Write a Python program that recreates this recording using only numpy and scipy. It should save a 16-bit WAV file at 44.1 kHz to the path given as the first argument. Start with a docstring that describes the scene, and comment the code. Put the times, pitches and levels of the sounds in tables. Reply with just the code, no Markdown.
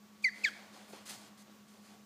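"""A guinea pig close by gives two short, falling chirps: nearly pure whistles with harmonics and a rasp.
As it shifts about its cage, wood shavings rustle in tiny snaps and friction, the wires resonate with
them, and its paws bump the plastic tray and excite its modes. The small room reverberates briefly;
behind it all lie a faint hiss and a motor hum in which two close tones beat."""
import sys
import numpy as np
from scipy import signal
from scipy.fft import rfft, irfft, next_fast_len
from scipy.io import wavfile

SR = 44100
rng = np.random.default_rng(int(sys.argv[2]) if len(sys.argv) > 2 else 0)


def persist_wave(psi):
    """Save psi, clipped to +-1, as 16-bit WAV."""
    counts = np.round(np.clip(psi, -1, 1) * 32767).astype(np.int16)
    wavfile.write(sys.argv[1], SR, np.atleast_2d(counts).T)


N = 90404
T = np.arange(N) / SR


def from_db(db):
    """Amplitude ratio of a level: a factor of ten per 20 dB."""
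    return 10 ** (np.asarray(db) / 20)


def unit_rms(x):
    """Normalisation to unit mean power."""
    return x / np.sqrt(np.mean(x ** 2) + 1e-20)


def drift(corner_hz):
    """Smooth random fluctuation: white noise through a two-pole low-pass, at unit power."""
    pole = np.exp(-2 * np.pi * corner_hz / SR)
    return unit_rms(signal.lfilter([1], [1, -2 * pole, pole * pole], rng.standard_normal(N + SR))[SR:])


def coloured(x, spectrum, tilt_db=0):
    """Spectral shaping by (f/Hz, level/dB) points and a tilt per octave, at unit power."""
    size = next_fast_len(N + SR)
    octave = np.log2(np.fft.rfftfreq(size, 1 / SR) + 1)
    hz, db = np.transpose(spectrum)
    gain_db = np.interp(octave, np.log2(hz), db + tilt_db * np.log2(hz / hz[0]))
    octaves_outside = np.maximum(np.log2(hz[0]) - octave, 0) + np.maximum(octave - np.log2(hz[-1]), 0)
    return unit_rms(irfft(rfft(x, size) * from_db(gain_db - 12 * octaves_outside), size)[:N])


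def envelope(start, rise, hold, fade, db):
    """Linear rise, hold at db, then exponential decay of 20 dB per fade; times in seconds."""
    fading_s = np.maximum(T - start - rise - hold, 0)
    return np.clip((T - start) / rise, 0, 1) * from_db(db - 20 * fading_s / fade)


def motor_hum(beat_peak_s=1.32):
    """Beating: two of the tones interfere at their difference frequency, about 10 Hz."""
    # tones of the motor: f/Hz, level/dB
    tones = [(100, -81.5), (200.5, -67.5), (210.6, -62), (1131.5, -75)]
    cycles = rng.random()
    return sum(np.sqrt(2) * from_db(db) * np.sin(2 * np.pi * (hz * (T - beat_peak_s) + cycles))
               for hz, db in tones)


def room_hiss(level_db=-64, waver_db=1):
    """Broadband noise under a slight, slow amplitude modulation."""
    # spectrum of the hiss: f/Hz, relative level/dB
    hiss_spectrum = [(25, -30), (45, -28), (65, -15.5), (90, -7.5), (170, 1.5), (300, 0.5), (600, -6),
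                     (1200, -6.5), (2200, -11), (4500, -12.5), (7000, -14), (10000, -22), (15000, -19)]
    return from_db(level_db + waver_db * drift(3.7)) * coloured(rng.standard_normal(N), hiss_spectrum)


def crackle(snaps_per_s=4000, spread_db=3.5, friction_share=0.538):
    """Shot noise of tiny, uneven snaps over smooth friction; being incoherent, their powers add."""
    sizes = from_db(spread_db * np.minimum(rng.exponential(1, N), 4)) * rng.choice([-1, 1], N)
    snaps = unit_rms(sizes * (rng.random(N) < snaps_per_s / SR))
    return np.sqrt(1 - friction_share) * snaps + np.sqrt(friction_share) * rng.standard_normal(N)


def shavings_rustle():
    """Fracture and friction: each movement crushes a patch of shavings in a burst of noise."""
    # movements: t/s, rise/s, hold/s, 20 dB fade/s, level/dB, tilt/(dB per octave)
    movements = [ (0.125, 0.0106, 0.0183, 2.2, -73.5, -1.5), (0.223, 0.00304, .01, 0.1371, -58.5, 0),
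                 (.31, 0.0603, .12, 0.2767, -58.5, -1.91), (0.548, 0.0105, 0.014, 0.57, -65.5, -3),
                 (0.718, 0.0225, 0.0363, 0.3743, -60.5, -1.5), (0.879, 0.0074, 0.019, 0.2143, -63.5, 6),
                 (0.925, 0.00155, 0.0326, 0.153, -57.5, -2), (1.053, 0.0062, 0.019, 0.0826, -52, 1.06),
                 (1.081, 0.0115, 0.0176, 0.1258, -47, 0.65), (1.185, 0.0308, 0.0654, 0.0365, -61.5, -1.13),
                 (1.371, 0.0052, 0.0534, 0.0046, -63, 1.5), (1.667, 0.0184, 0.0146, 0.4, -67.5, 1.1),
                 (1.813, 0.0407, 0.038, 0.21, -64.5, -0.4)]
    # spectrum of the shavings: f/Hz, relative level/dB
    wood_spectrum = [(200, -3.5), (600, 1), (1200, -2.5), (2200, 0), (3200, -1), (4400, 1.5), (5600, -3.5),
                     (6400, -1.5), (9000, -2), (12500, -11.5), (15500, -16.5)]
    return sum(envelope(*shape) * coloured(crackle(), wood_spectrum, tilt) for *shape, tilt in movements)


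def cage_wires(rustle, bandwidth_hz=44.8):
    """Sympathetic resonance: the rustle drives the wires in narrow bands about their modes."""
    # modes of the wires: f/Hz, peak gain/dB
    wire_modes = [(1480, 1.5), (2055, -3), (3290, 0.5), (3420, -5), (4330, 0.5), (5080, 4.5), (6250, 4.5),
                  (7000, 1.5), (11550, 2)]
    return sum(from_db(db) * signal.lfilter(*signal.iirpeak(hz, hz / bandwidth_hz, fs=SR), rustle)
               for hz, db in wire_modes)


def reverberation(x, low_t60_s=0.607, treble_t60_s=0.18, split_hz=8200, build_s=0.004):
    """The room's diffuse field decays exponentially in two bands; the fainter treble dies sooner."""
    # colour and level of the room's reverberant tail: f/Hz, level/dB
    tail_spectrum = [(200, -20), (900, -15), (1700, -15.5), (2050, -16), (2400, -20), (3300, -15),
                     (4200, -16.5), (4750, -12.5), (6000, -13), (9000, -19.5), (15000, -32.5)]
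    hz, db = np.transpose(tail_spectrum)
    gain = from_db(np.interp(np.log(np.fft.rfftfreq(N, 1 / SR) + 1), np.log(hz), db))
    response = 0
    for side, t60 in (("low", low_t60_s), ("high", treble_t60_s)):
        noise = irfft(rfft(rng.standard_normal(N)) * gain, N)
        noise = signal.sosfilt(signal.butter(4, split_hz, side, fs=SR, output="sos"), noise)
        decay = from_db(-60 * T / t60) * (1 - np.exp(-T / build_s))
        response = response + noise * decay / np.linalg.norm(decay)
    return signal.fftconvolve(x, response)[:N]


def chirps(waver_hz=212, shimmer_db=0.5, rasp_follow=0.31, edge_s=0.0033):
    """A harmonic series on a falling pitch; overtones flare early, and noise pulses once per period."""
    # contour of each chirp: t/s, f/Hz, level/dB of harmonics 1, 2, 3 and 4
    contours = [
        [(.237, 2526, -58, -78, -81, -85), (.2415, 2412, -35, -61, -52.5, -78),
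         (.2445, 2360, -26.5, -30, -51.5, -57), (.2495, 2215, -22, -33, -47, -53.5),
         (.2545, 2072, -25.5, -50, -51.5, -61), (.267, 2048, -27.5, -57, -55.5, -64.5),
         (.281, 1944, -34.5, -59.5, -58, -78), (.290, 1771, -36, -66, -69.5, -87),
         (.293, 1610, -50.5, -68, -86, -89)],
        [(.437, 2680, -45, -70.5, -64, -85), (.441, 2557, -34, -46, -57, -77.5),
         (.4465, 2359, -24.5, -36.5, -44, -69), (.4510, 2184, -21.5, -32, -41.5, -70.5),
         (.4545, 1952, -31.5, -41, -54.5, -51.5), (.461, 1766, -30.5, -42, -59.5, -56.5),
         (.478, 1621, -38, -41, -70, -62.5), (.487, 1504, -39, -51.5, -74.5, -73.5),
         (.491, 1304, -52, -66.5, -76.5, -79)],
    ]
    # voice of each chirp: fall per harmonic above the fourth/dB, relative pitch jitter, rasp level/dB
    voices = [(8, 0.00307, -69.5), (15, 0.0067, -45.5)]
    # spectrum of the rasp: f/Hz, relative level/dB
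    rasp_spectrum = [(1200, -8.5), (2800, -2.5), (3600, -0.5), (4700, 5), (5700, -2.5), (7200, -6.5),
                     (8300, -6), (9500, -25), (12500, -12), (15000, -23)]
    out = 0
    for contour, (fall_db, jitter, rasp_db) in zip(contours, voices):
        times, *columns = np.transpose(contour)
        hz, *levels = [np.interp(T, times, column) for column in columns]
        levels += [levels[-1] - fall_db * step for step in (1, 2, 3)]  # harmonics 5 to 7
        phase = 2 * np.pi * np.cumsum(hz * (1 + jitter * drift(waver_hz))) / SR
        whistle = np.sqrt(2) * sum(from_db(db) * np.sin(k * phase) for k, db in enumerate(levels, 1))
        rasp = coloured(rng.standard_normal(N) * (1 + np.cos(phase)), rasp_spectrum)
        rasp *= from_db(rasp_db + rasp_follow * (levels[0] - levels[0].max()))
        gate = np.clip(np.minimum(T - times[0], times[-1] - T) / edge_s + 1, 0, 1)
        out += gate * (whistle + rasp) * from_db(shimmer_db * drift(waver_hz))
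    return out


def tray_bumps():
    """Forced vibration: paws and body scuff the plastic floor, which colours the noise dull."""
    # contacts: t/s, rise/s, hold/s, 20 dB fade/s, level/dB, tilt/(dB per octave)
    contacts = [ (0.299, 0.041, .14, 0.81, -74, 4.5), (0.545, 0.0058, 0.035, 0.84, -59.5, 2.5),
                (0.732, 0.0173, 0.0354, 0.42, -61.5, 2), (0.88, 0.011, 0.0196, 0.0157, -59.5, -2),
                (.930, 0.0022, 0.012, 0.25, -57, 2.5), (1.082, 0.007, .03, 0.4942, -60, 0.5),
                (1.435, 0.044, 0.011, 0.09, -65.5, 2), (1.725, 0.0214, .01, 0.85, -67, -0.5),
                (1.82, .09, .035, .05, -63.5, 2.5), ]
    # spectrum of the tray: f/Hz, relative level/dB
    tray_spectrum = [(120, -22.5), (220, 0), (300, -4), (450, -3), (720, -0.5), (1100, -7), (1800, -13),
                     (4000, -20)]
    return sum(envelope(*shape) * coloured(crackle(), tray_spectrum, tilt) for *shape, tilt in contacts)


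def paw_knocks(low_cut_hz=261):
    """Free vibration: a paw lands and the tray's damped modes give a short, hollow ring."""
    # impacts: t/s, level/dB
    impacts = [(.9315, -44), (.9425, -53)]
    # modes of the tray: f/Hz, relative level/dB, T60/s
    tray_modes = [(302.4, -6, 0.059), (397.5, -2, 0.0546), (526.6, -5, 0.06), (693, -4, 0.05),
                  (875, -7, 0.046), (1480, -16, 0.026), (2500, -7.5, 0.0264)]
    out = 0
    for start, db in impacts:
        age = np.maximum(T - start, 0)
        for k, (hz, mode_db, t60) in enumerate(tray_modes):
            amplitude = from_db(db + mode_db + rng.normal(0, 1) - 60 * age / t60)
            out += (-1) ** k * amplitude * np.sin(2 * np.pi * hz * age)
    return signal.sosfilt(signal.butter(2, low_cut_hz, "high", fs=SR, output="sos"), out)


def weight_shift(band_hz=(112.4, 208)):
    """Band-limited noise: one low rumble as the animal shifts its weight on the tray."""
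    rumble = signal.sosfilt(signal.butter(2, band_hz, "band", fs=SR, output="sos"), rng.standard_normal(N))
    return envelope(start=1.08, rise=0.04, hold=0.06, fade=0.12, db=-66.5) * unit_rms(rumble)


def scene():
    """Superposition of the direct sound from the cage, its reverberation and the background."""
    calls = chirps()
    rustle = shavings_rustle()
    cage = calls + rustle + cage_wires(rustle) + tray_bumps() + weight_shift() + paw_knocks()
    return (cage + reverberation(cage) + motor_hum() + room_hiss())[None]


def record(dry, cutoff_hz=15450):
    """Band limiting: an elliptic low-pass cuts the top steeply."""
    return signal.sosfilt(signal.ellip(12, .1, 70, cutoff_hz, fs=SR, output="sos"), dry)


dry = scene()
out = record(dry)
persist_wave(out)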